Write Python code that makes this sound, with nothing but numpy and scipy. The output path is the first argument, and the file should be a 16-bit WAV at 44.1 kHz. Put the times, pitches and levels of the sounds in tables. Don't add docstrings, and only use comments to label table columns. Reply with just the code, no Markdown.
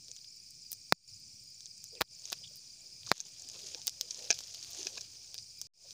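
import sys
import numpy as np
from scipy import signal
from scipy.fft import rfft, irfft
from scipy.io import wavfile
from scipy.ndimage import uniform_filter1d

SR = 44100
rng = np.random.default_rng(int(sys.argv[2]) if len(sys.argv) > 2 else 0)


def generate_wav(signal):
    frames = np.transpose(np.atleast_2d(signal))
    scaled = np.clip(frames, -1, 1) * 32767
    pcm = np.round(scaled).astype(np.int16)
    wavfile.write(sys.argv[1], SR, pcm)


def undo_db(level):
    steps = np.asarray(level, float) / 20
    return 10 ** steps


N = 261502
T = np.arange(N) / SR


def evened(x):
    return x / np.sqrt(np.mean(x ** 2) + 1e-20)


def read(points, hz):
    f, value = np.transpose(points)
    return np.interp(np.log(hz + 1), np.log(f + 1), value)


def add(mix, s, sound):
    part = mix[round(s * SR):][:len(sound)]
    part += sound[:len(part)]


def ring(hz, t60, rise):
    t = np.arange(500) / SR
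    shape = (1 - np.exp(-t / rise)) * undo_db(-60 * t / t60)
    return np.sin(2 * np.pi * hz * t) * shape / shape.max()


# (frequency [Hz], width [Hz], level [dB])
PORT = [(2490, 110, -9.5), (5100, 2900, 9), (15500, 1400, -7.5)]


def burst():
    burst_s, leak_hz = 0.0003272, 520
    t = np.arange(500) / SR
    drop = (np.tanh((t - 3e-4 - burst_s) / 3e-5) - np.tanh((t - 3e-4) / 3e-5)) / 2
    spikes = signal.lfilter(*signal.butter(1, leak_hz, "high", fs=SR), drop)
    rings = sum(undo_db(db) * signal.lfilter(*signal.iirpeak(hz, hz / width, SR), spikes) for hz, width, db in PORT)
    return (spikes + rings) / abs(spikes + rings).max()


def tick():
    t = (np.arange(200) - 60) / SR
    needle = np.exp(-(t / 3.5e-5) ** 2) * np.sin(2 * np.pi * 10500 * t)
    top = 1.1 * needle + .33 * np.cos(2 * np.pi * 14800 * t) * np.exp(-abs(t) / 3e-4)
    return signal.lfilter(*signal.butter(2, 2500, "high", fs=SR), top)


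# (time [s], peak level [dB], top tick level [dB])
POPS = [
    (0.924, -1.5, -19),
    (2.0064, -38, -36),
    (2.011, -10.5, -17),
    (2.0225, -18, -49),
    (3.1164, -3, -22),
    (3.123, -23, -35.5),
    (3.1247, -19.5, -35.5),
]


def sap_pops():
    out, pop, top = np.zeros(N), burst(), tick()
    thud_db, thud_hz, thud_t60_s = -32, 170, .05
    thud = signal.resample_poly(ring(thud_hz * 4, thud_t60_s / 4, 1e-4), 4, 1)
    for s, db, tick_db in POPS:
        add(out, s - 3.5e-4, undo_db(db) * pop)
        add(out, s, undo_db(db + thud_db) * thud)
        add(out, s - 60 / SR, undo_db(tick_db + 3.5) * top)
    return out


# (time [s], top tick level [dB], ring level [dB], thump level [dB])
SPARKS = [(0.5077, -43, -37.5, -78), (0.7126, -36, -51, -69), (.718, -18.5, -30, -57),
          (0.7204, -36, -36, -56), (0.7299, -21, -30, -71), (.731, -57, -49, -70),
          (1.8412, -34.5, -25.5, -57.5), (2.0174, -14.5, -8, -9), (2.3216, -26, -29, -32),
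          (2.3269, -24, -46, -26), (2.3291, -40, -15, -31), (2.5586, -35, -63, -73),
          (2.5698, -37, -60, -73), (3.4887, -46, -30.5, -72), (3.865, -36, -38.5, -55),
          (3.8694, -44, -52, -48), (3.8706, -13.5, -20.5, -40.5), (3.8797, -30, -22, -35),
          (3.8786, -29, -9.5, -38), (3.8856, -44, -49, -44.5), (3.8948, -38, -25.5, -58),
          (4.0112, -22.5, -12.5, -40.5), (4.0148, -50, -46, -61), (4.3896, -36, -24, -44),
          (4.4069, -41, -30, -40.5), (4.476, -43, -54, -67), (4.5462, -39.5, -29.5, -51),
          (4.7099, -36, -34, -67), (5.344, -34, -27, -45), (5.615, -27.5, -21, -43.5)]


def sparks():
    tones = 5700 + 210 * rng.standard_normal(len(SPARKS)).clip(-1, 1)
    hz_per_db, length_ms = -51, 0.25
    return [(s, low, db, hz + hz_per_db * (low + 50), top, length_ms)
            for (s, top, db, low), hz in zip(SPARKS, tones)]


# (time [s], ring level [dB], ring frequency [Hz], thump level [dB])
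CRUSHES = [(2.0084, -51, 4600, -23), (2.0128, -70, 3600, -46), (2.0156, -47, 4760, -35),
           (2.2551, -29.5, 6200, -55), (3.0722, -43, 5000, -46.5), (3.0753, -36, 4800, -62),
           (3.2037, -12, 6120, -32), (3.7472, -24.5, 5300, -39.5), (3.8806, -95, 6070, -44),
           (3.8825, -84, 5350, -51), (4.1085, -23.5, 5960, -48), (4.3026, -40, 4700, -30),
           (4.305, -10, 5750, -15), (4.3082, -15.5, 5700, -40), (4.3096, -30, 5800, -20.5),
           (4.3113, -9, 6070, -35), (4.3125, -25, 6400, -27.5), (4.3156, -42, 6200, -20),
           (4.3169, -20, 4360, -22), (4.3223, -34, 5230, -29), (4.3253, -21, 5100, -25),
           (4.328, -15, 5350, -29), (4.869, -22, 5400, -48), (4.8705, -22, 5700, -29),
           (4.8733, -37, 4840, -47), (4.9753, -29, 4280, -55), (4.977, -33, 6400, -55),
           (4.9797, -33, 5100, -32), (5.3521, -36, 4690, -47)]


def crushes():
    tick_db, length_ms = -25, 0.65
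    return [(s, low, db, hz, db + tick_db, length_ms) for s, db, hz, low in CRUSHES]


# (time [s], ring level [dB], ring frequency [Hz])
SNAPS = [(0.1155, -29, 6300), (1.658, -31.5, 6400), (1.6653, -37, 4840), (1.9526, -35, 5200),
         (2.256, -28, 5800), (2.277, -36, 5100), (2.302, -27.5, 6200), (3.0648, -31.5, 5100),
         (3.0693, -31, 6300), (3.0902, -31.5, 5350), (3.093, -32, 5360), (3.2056, -34, 5000),
         (3.397, -34, 6800), (3.4993, -29.5, 5500), (3.8172, -31, 5550), (4.012, -23, 5570),
         (4.1106, -25, 5750), (4.146, -29, 6000), (4.551, -37.5, 4530), (4.6283, -29.5, 5670),
         (4.6469, -34, 4660), (4.8306, -26.5, 6000), (5.3803, -27.5, 5460), (5.3827, -40, 4340),
         (5.3864, -26, 5000), (5.6152, -27, 5000), (5.6193, -36, 6260)]


def snaps():
    thump_db, tick_db, length_ms = -30, -30, .45
    return [(s, db + thump_db, db, hz, db + tick_db, length_ms) for s, db, hz in SNAPS]


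# (time [s], ring level [dB], ring frequency [Hz])
EMBERS = [(0.0833, -34.5, 5240), (0.1644, -32.5, 5940), (0.1695, -43, 4000), (.19, -46, 4230),
          (0.245, -41.5, 4400), (0.735, -36, 5930), (1.607, -34.5, 5600), (1.7796, -38, 6900),
          (2.189, -41, 5250), (2.2202, -38, 6350), (3.033, -35.5, 4000), (3.18, -20, 6300),
          (3.197, -23, 4600), (3.211, -21.5, 6400), (3.421, -31.5, 6600), (3.723, -50, 3200),
          (4.3435, -30, 5210), (5.01, -27.5, 6040), (5.014, -29, 5700), (2.077, -42, 4000),
          (5.1181, -49.5, 5700), (5.873, -47, 3960), (5.9083, -33.5, 5260)]


def embers():
    return [(s, db - 21, db, hz, db - 18, .4) for s, db, hz in EMBERS]


def crunch(hz, length_s, phases):
    t = np.arange(400) / SR
    u = t / (0.28 * length_s)
    modes = np.cos(2 * np.pi * (hz * t + phases[0])) + 0.27 * np.cos(2 * np.pi * (0.738 * hz * t + phases[1]))
    return signal.lfilter(*signal.butter(3, 2400, "high", fs=SR), modes * u ** 2 * np.exp(2 - u) / 4 / 1.19)


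def cracks():
    out, top = np.zeros(N), tick()
    thump = signal.lfilter(*signal.butter(2, 2600, fs=SR), burst())
    thump = thump / abs(thump).max()
    hollow = 1.04 * ring(720, 0.0038, 0.00058) + 0.4 * ring(1650, 0.017, 0.00027)
    hollow = hollow + 1.74 * ring(PORT[0][0], 0.0097, 0.00019)
    hollow = signal.lfilter(*signal.butter(1, 110, "high", fs=SR), hollow)
    rows = sparks() + crushes() + snaps() + embers()
    for (s, thump_db, ring_db, hz, tick_db, ms), phases in zip(rows, rng.random((len(rows), 2))):
        soft = np.clip((ring_db - tick_db - 12) / 22, 0, 1)
        add(out, s - 6e-4, undo_db(thump_db - 3.5) * ((1 - soft) * thump + soft * hollow))
        add(out, s - 0.00054 * ms, undo_db(ring_db + 2.5) * crunch(hz, ms / 10 ** 3, phases))
        add(out, s - 60 / SR, undo_db(tick_db + 2.5) * top)
    return out


def fire():
    pops, breaks = sap_pops(), cracks()
    t = np.arange(1800) / SR
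    rattle = rng.standard_normal(len(t)) * undo_db(-60 * t / 0.034) * (t > 4e-4)
    ground = rng.standard_normal(len(t)) * undo_db(-60 * t / 0.013)
    rattling = undo_db(-28.5) * signal.oaconvolve(breaks, rattle)[:N]
    echo = undo_db(-43) * signal.oaconvolve(pops, ground)[:N]
    return breaks + rattling + pops + echo


# (time [s], effort level [dB])
STIR = [(0, -82), (.11, -83.5), (1.6, -83), (2.18, -77), (2.28, -60), (2.45, -72.5), (3.02, -72.5),
        (3.17, -48), (3.3, -70), (3.68, -56.5), (3.9, -70.5), (4.23, -57), (4.55, -62), (4.79, -54),
        (5.17, -69), (5.38, -70.5), (5.51, -79.5), (5.93, -68)]


def effort_db():
    times, levels = np.transpose(STIR)
    return np.interp(T, times, levels)


def follow(calm_db, share):
    return undo_db(calm_db + share * (effort_db() + 70))


def spit():
    per_s, spread_db = 29, 4.5
    size = undo_db(spread_db * np.minimum(rng.exponential(1, N), 4)) * (rng.random(N) < per_s / SR)
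    return follow(-56.5, .3) * signal.oaconvolve(size, tick())[:N]


# (frequency [Hz], level [dB])
RUSTLE = [(470, -51), (800, -18), (2040, -18), (2440, -10.5), (6460, 5), (8020, -11), (13500, -21.5),
          (15100, -27), (15900, -20), (16500, -71)]


def grass():
    clumps = undo_db(4.0 * evened(uniform_filter1d(rng.standard_normal(N), size=700)))
    clicks = undo_db(4 * np.minimum(rng.exponential(1, N), 4)) * (rng.random(N) < 2200 * clumps / SR)
    stalk, modes = rng.integers(0, 8, N), np.geomspace(1800, 12000, num=8)
    grains = np.zeros(N)
    for k, hz in enumerate(modes):
        mode = ring(hz, 7 / hz, 5e-5) * np.sqrt(hz)
        grains += signal.oaconvolve(clicks * (stalk == k), mode)[:N]
    drive = evened(grains) + .75 * rng.standard_normal(N)
    tone = undo_db(read(RUSTLE, np.fft.rfftfreq(N, 1 / SR)))
    return undo_db(effort_db() + 9) * evened(irfft(rfft(drive) * tone, N))


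# (time [s], length [s], frequency [Hz], level [dB])
SCUFFS = [(1.912, 0.092, 443, -61), (1.954, 0.045, 2530, -62.5), (2.41, 0.02, 520, -67.5),
          (2.432, 0.032, 3320, -51.5), (2.47, 0.013, 3440, -57), (2.506, 0.019, 490, -69.5),
          (3.069, 0.014, 1170, -55), (3.442, 0.038, 279, -67.5), (3.534, 0.042, 493, -61.5),
          (3.537, 0.044, 1190, -69), (3.538, 0.035, 2580, -63.5), (3.631, 0.04, 406, -62.5),
          (3.737, 0.028, 443, -54.5), (3.76, 0.05, 837, -64.5), (4.153, 0.18, 513, -61.5),
          (4.544, 0.045, 593, -71), (4.773, 0.064, 360, -56), (4.849, 0.032, 369, -54.5),
          (5.839, 0.035, 560, -64.5), (5.754, 0.089, 653, -76.5), (0.076, 0.055, 475, -70.5),
          (4.966, 0.021, 990, -57.5), (2.01, 0.032, 75.5, -41)]


def scuffs():
    out = np.zeros(N)
    for (s, length_s, hz, db), noise in zip(SCUFFS, rng.standard_normal((len(SCUFFS), 9000))):
        b, a = signal.iirpeak(hz, 2.4 + hz / 1100, SR)
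        rub = signal.lfilter(b, a, signal.lfilter(b, a, noise))
        rub = evened(rub)[2000:][:int(length_s * SR)]
        add(out, s, undo_db(db) * rub * signal.windows.tukey(len(rub), .6))
    return out


# (frequency [Hz], side level under middle [dB])
NEAR_WIDTH = [(60, -20.5), (400, -36), (1200, -30), (5000, -42.5), (9000, -33.5), (15000, -12.5)]


def widened(near):
    apart = irfft(1j * rfft(near) * undo_db(read(NEAR_WIDTH, np.fft.rfftfreq(N, 1 / SR))), N)
    return near + np.array([apart, -apart])


# (frequency [Hz], side level under middle [dB])
WIDTH = [(60, -21), (180, -16), (550, -12.5), (1650, -4.5), (4970, -34), (15000, -11.5)]


def hiss(points, patchy_db, size=512):
    hz = np.fft.rfftfreq(size, 1 / SR)
    a, b, c, d, patches = rng.standard_normal((4 * N // size + 5, len(hz), 5)).T
    patches = evened(uniform_filter1d(uniform_filter1d(patches, size=6, axis=0), size=14, axis=1))
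    z = np.array([a + 1j * b, (c + 1j * d) * undo_db(read(WIDTH, hz))[:, None]])
    z = z * undo_db(read(points, hz)[:, None] + patchy_db * patches)
    noise = signal.istft(z, nperseg=size, noverlap=3 * size // 4)[1][:, :N]
    mid, side = evened(noise) * np.sqrt(2)
    return np.array([mid + side, mid - side])


# (frequency [Hz], level [dB])
TREAD = [(200, -21.5), (330, -3), (480, 0), (700, -2.5), (1300, -16), (2200, -28.5)]


def footfalls():
    return follow(-83.5, 0.8) * hiss(TREAD, 3.5, size=1024)


# (frequency [Hz], level [dB])
FLAME = [(15, -58), (25, -23.5), (107, 2), (533, -24.5), (810, -32), (900, -35), (1170, -71), (1980, -120)]


def flames():
    return follow(-76, 0.12) * hiss(FLAME, 2.5, size=2048)


def chirps(period_s, first_s, offsets, hz, glide_hz, length_s, spread_db, rough):
    out, t = np.zeros(N), np.arange(0, length_s, 1 / SR)
    starts = np.arange(first_s % period_s, N / SR, period_s)
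    for s, (u, v, *sizes) in zip(starts, rng.standard_normal((len(starts), 2 + len(offsets)))):
        turns = (hz + 60 * u) * t + glide_hz * t ** 2 / (2 * length_s)
        stroke = np.sin(2 * np.pi * turns) * np.hanning(len(t))
        for later, size in zip(offsets, sizes):
            add(out, abs(s + later + 0.0016 * v), undo_db(spread_db * size) * stroke)
    teeth = evened(uniform_filter1d(uniform_filter1d(rng.standard_normal(N), size=60), size=40))
    return evened(out * (1 + rough * teeth))


def trill(hz, width, per_s):
    wobble = evened(uniform_filter1d(rng.standard_normal(N), size=2000))
    turns = np.cumsum(per_s * (1 + 0.093 * wobble)) / SR
    clicks = np.diff(np.floor(turns), prepend=0) * undo_db(3 * rng.standard_normal(N))
    clicks = clicks + .04 * rng.standard_normal(N)
    b, a = signal.iirpeak(hz, hz / width, SR)
    return evened(signal.lfilter(b, a, signal.lfilter(b, a, clicks)))


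# (frequency [Hz], level [dB])
NIGHT = [(500, -54.5), (750, -40.5), (2050, -34.5), (2400, -16), (2750, -26), (3700, -24), (4850, -2),
         (5800, -6), (6500, -11.5), (7900, -17.5), (8900, -15.5), (9900, -27), (13400, -43), (15200, -22),
         (16400, -47.5)]


def insects():
    falling = chirps(.192, .36, [0, .033, .066, .099, .145], 5150, -550, .022, 3, .35)
    rising = chirps(.0659, .416, [0, .0165], 6700, 650, .01, 2.6, .5)
    buzz = chirps(.2575, .015, np.arange(13) / 117, 5650, -350, .006, 2, .3)
    near = undo_db(-60.5) * falling + undo_db(-65.5) * rising + undo_db(-67) * buzz
    near = near + undo_db(-83.5) * trill(2400, 260, 154)
    growth_db_per_s = 0.31
    return undo_db(-62 + growth_db_per_s * T) * hiss(NIGHT, 1.6) + near


def scene():
    near = fire() + grass() + scuffs() + spit()
    return widened(near) + footfalls() + flames() + insects()


def roll_off(x):
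    return signal.sosfilt(signal.butter(12, 16810, fs=SR, output="sos"), x)


def record(dry):
    body = signal.lfilter(*signal.butter(2, 1800, fs=SR), dry.mean(0))
    power_db = 10 * np.log10(abs(uniform_filter1d(body ** 2, size=200)) + 1e-12)
    fall = 98 * T
    over_db = np.maximum(np.maximum.accumulate(power_db + fall) - fall + 39.0, 0)
    release_db, limit_db = 6, 14.
    dip_db = np.minimum(over_db, limit_db) * (over_db > release_db)
    late_db = np.roll(uniform_filter1d(dip_db, size=250), 420)

    cut_s, back_s, fade_s = 5.6705, 5.737, .08
    from_db, to_db = -22.5, 3
    fade_in = undo_db(to_db + (from_db - to_db) * np.exp(-abs(T - back_s) / fade_s))
    fade = np.where(T < cut_s, 1, (T > back_s) * fade_in)
    edge = signal.firwin(127, 16300, window=("kaiser", 8), fs=SR)[None]
    out = signal.oaconvolve(dry * undo_db(-late_db), edge, "same") * fade
    out = out - undo_db(-76)

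    below_top = signal.firwin(511, 15620, window=("kaiser", 8), fs=SR)[None]
    top = out - signal.oaconvolve(out, below_top, "same")
    open_db = -58
    loud = uniform_filter1d((top ** 2).mean(0), size=256) > undo_db(2 * open_db)
    out = out - top * (1 - uniform_filter1d(1. * loud, size=128))
    return roll_off(out)


dry = scene()
out = record(dry)
generate_wav(out)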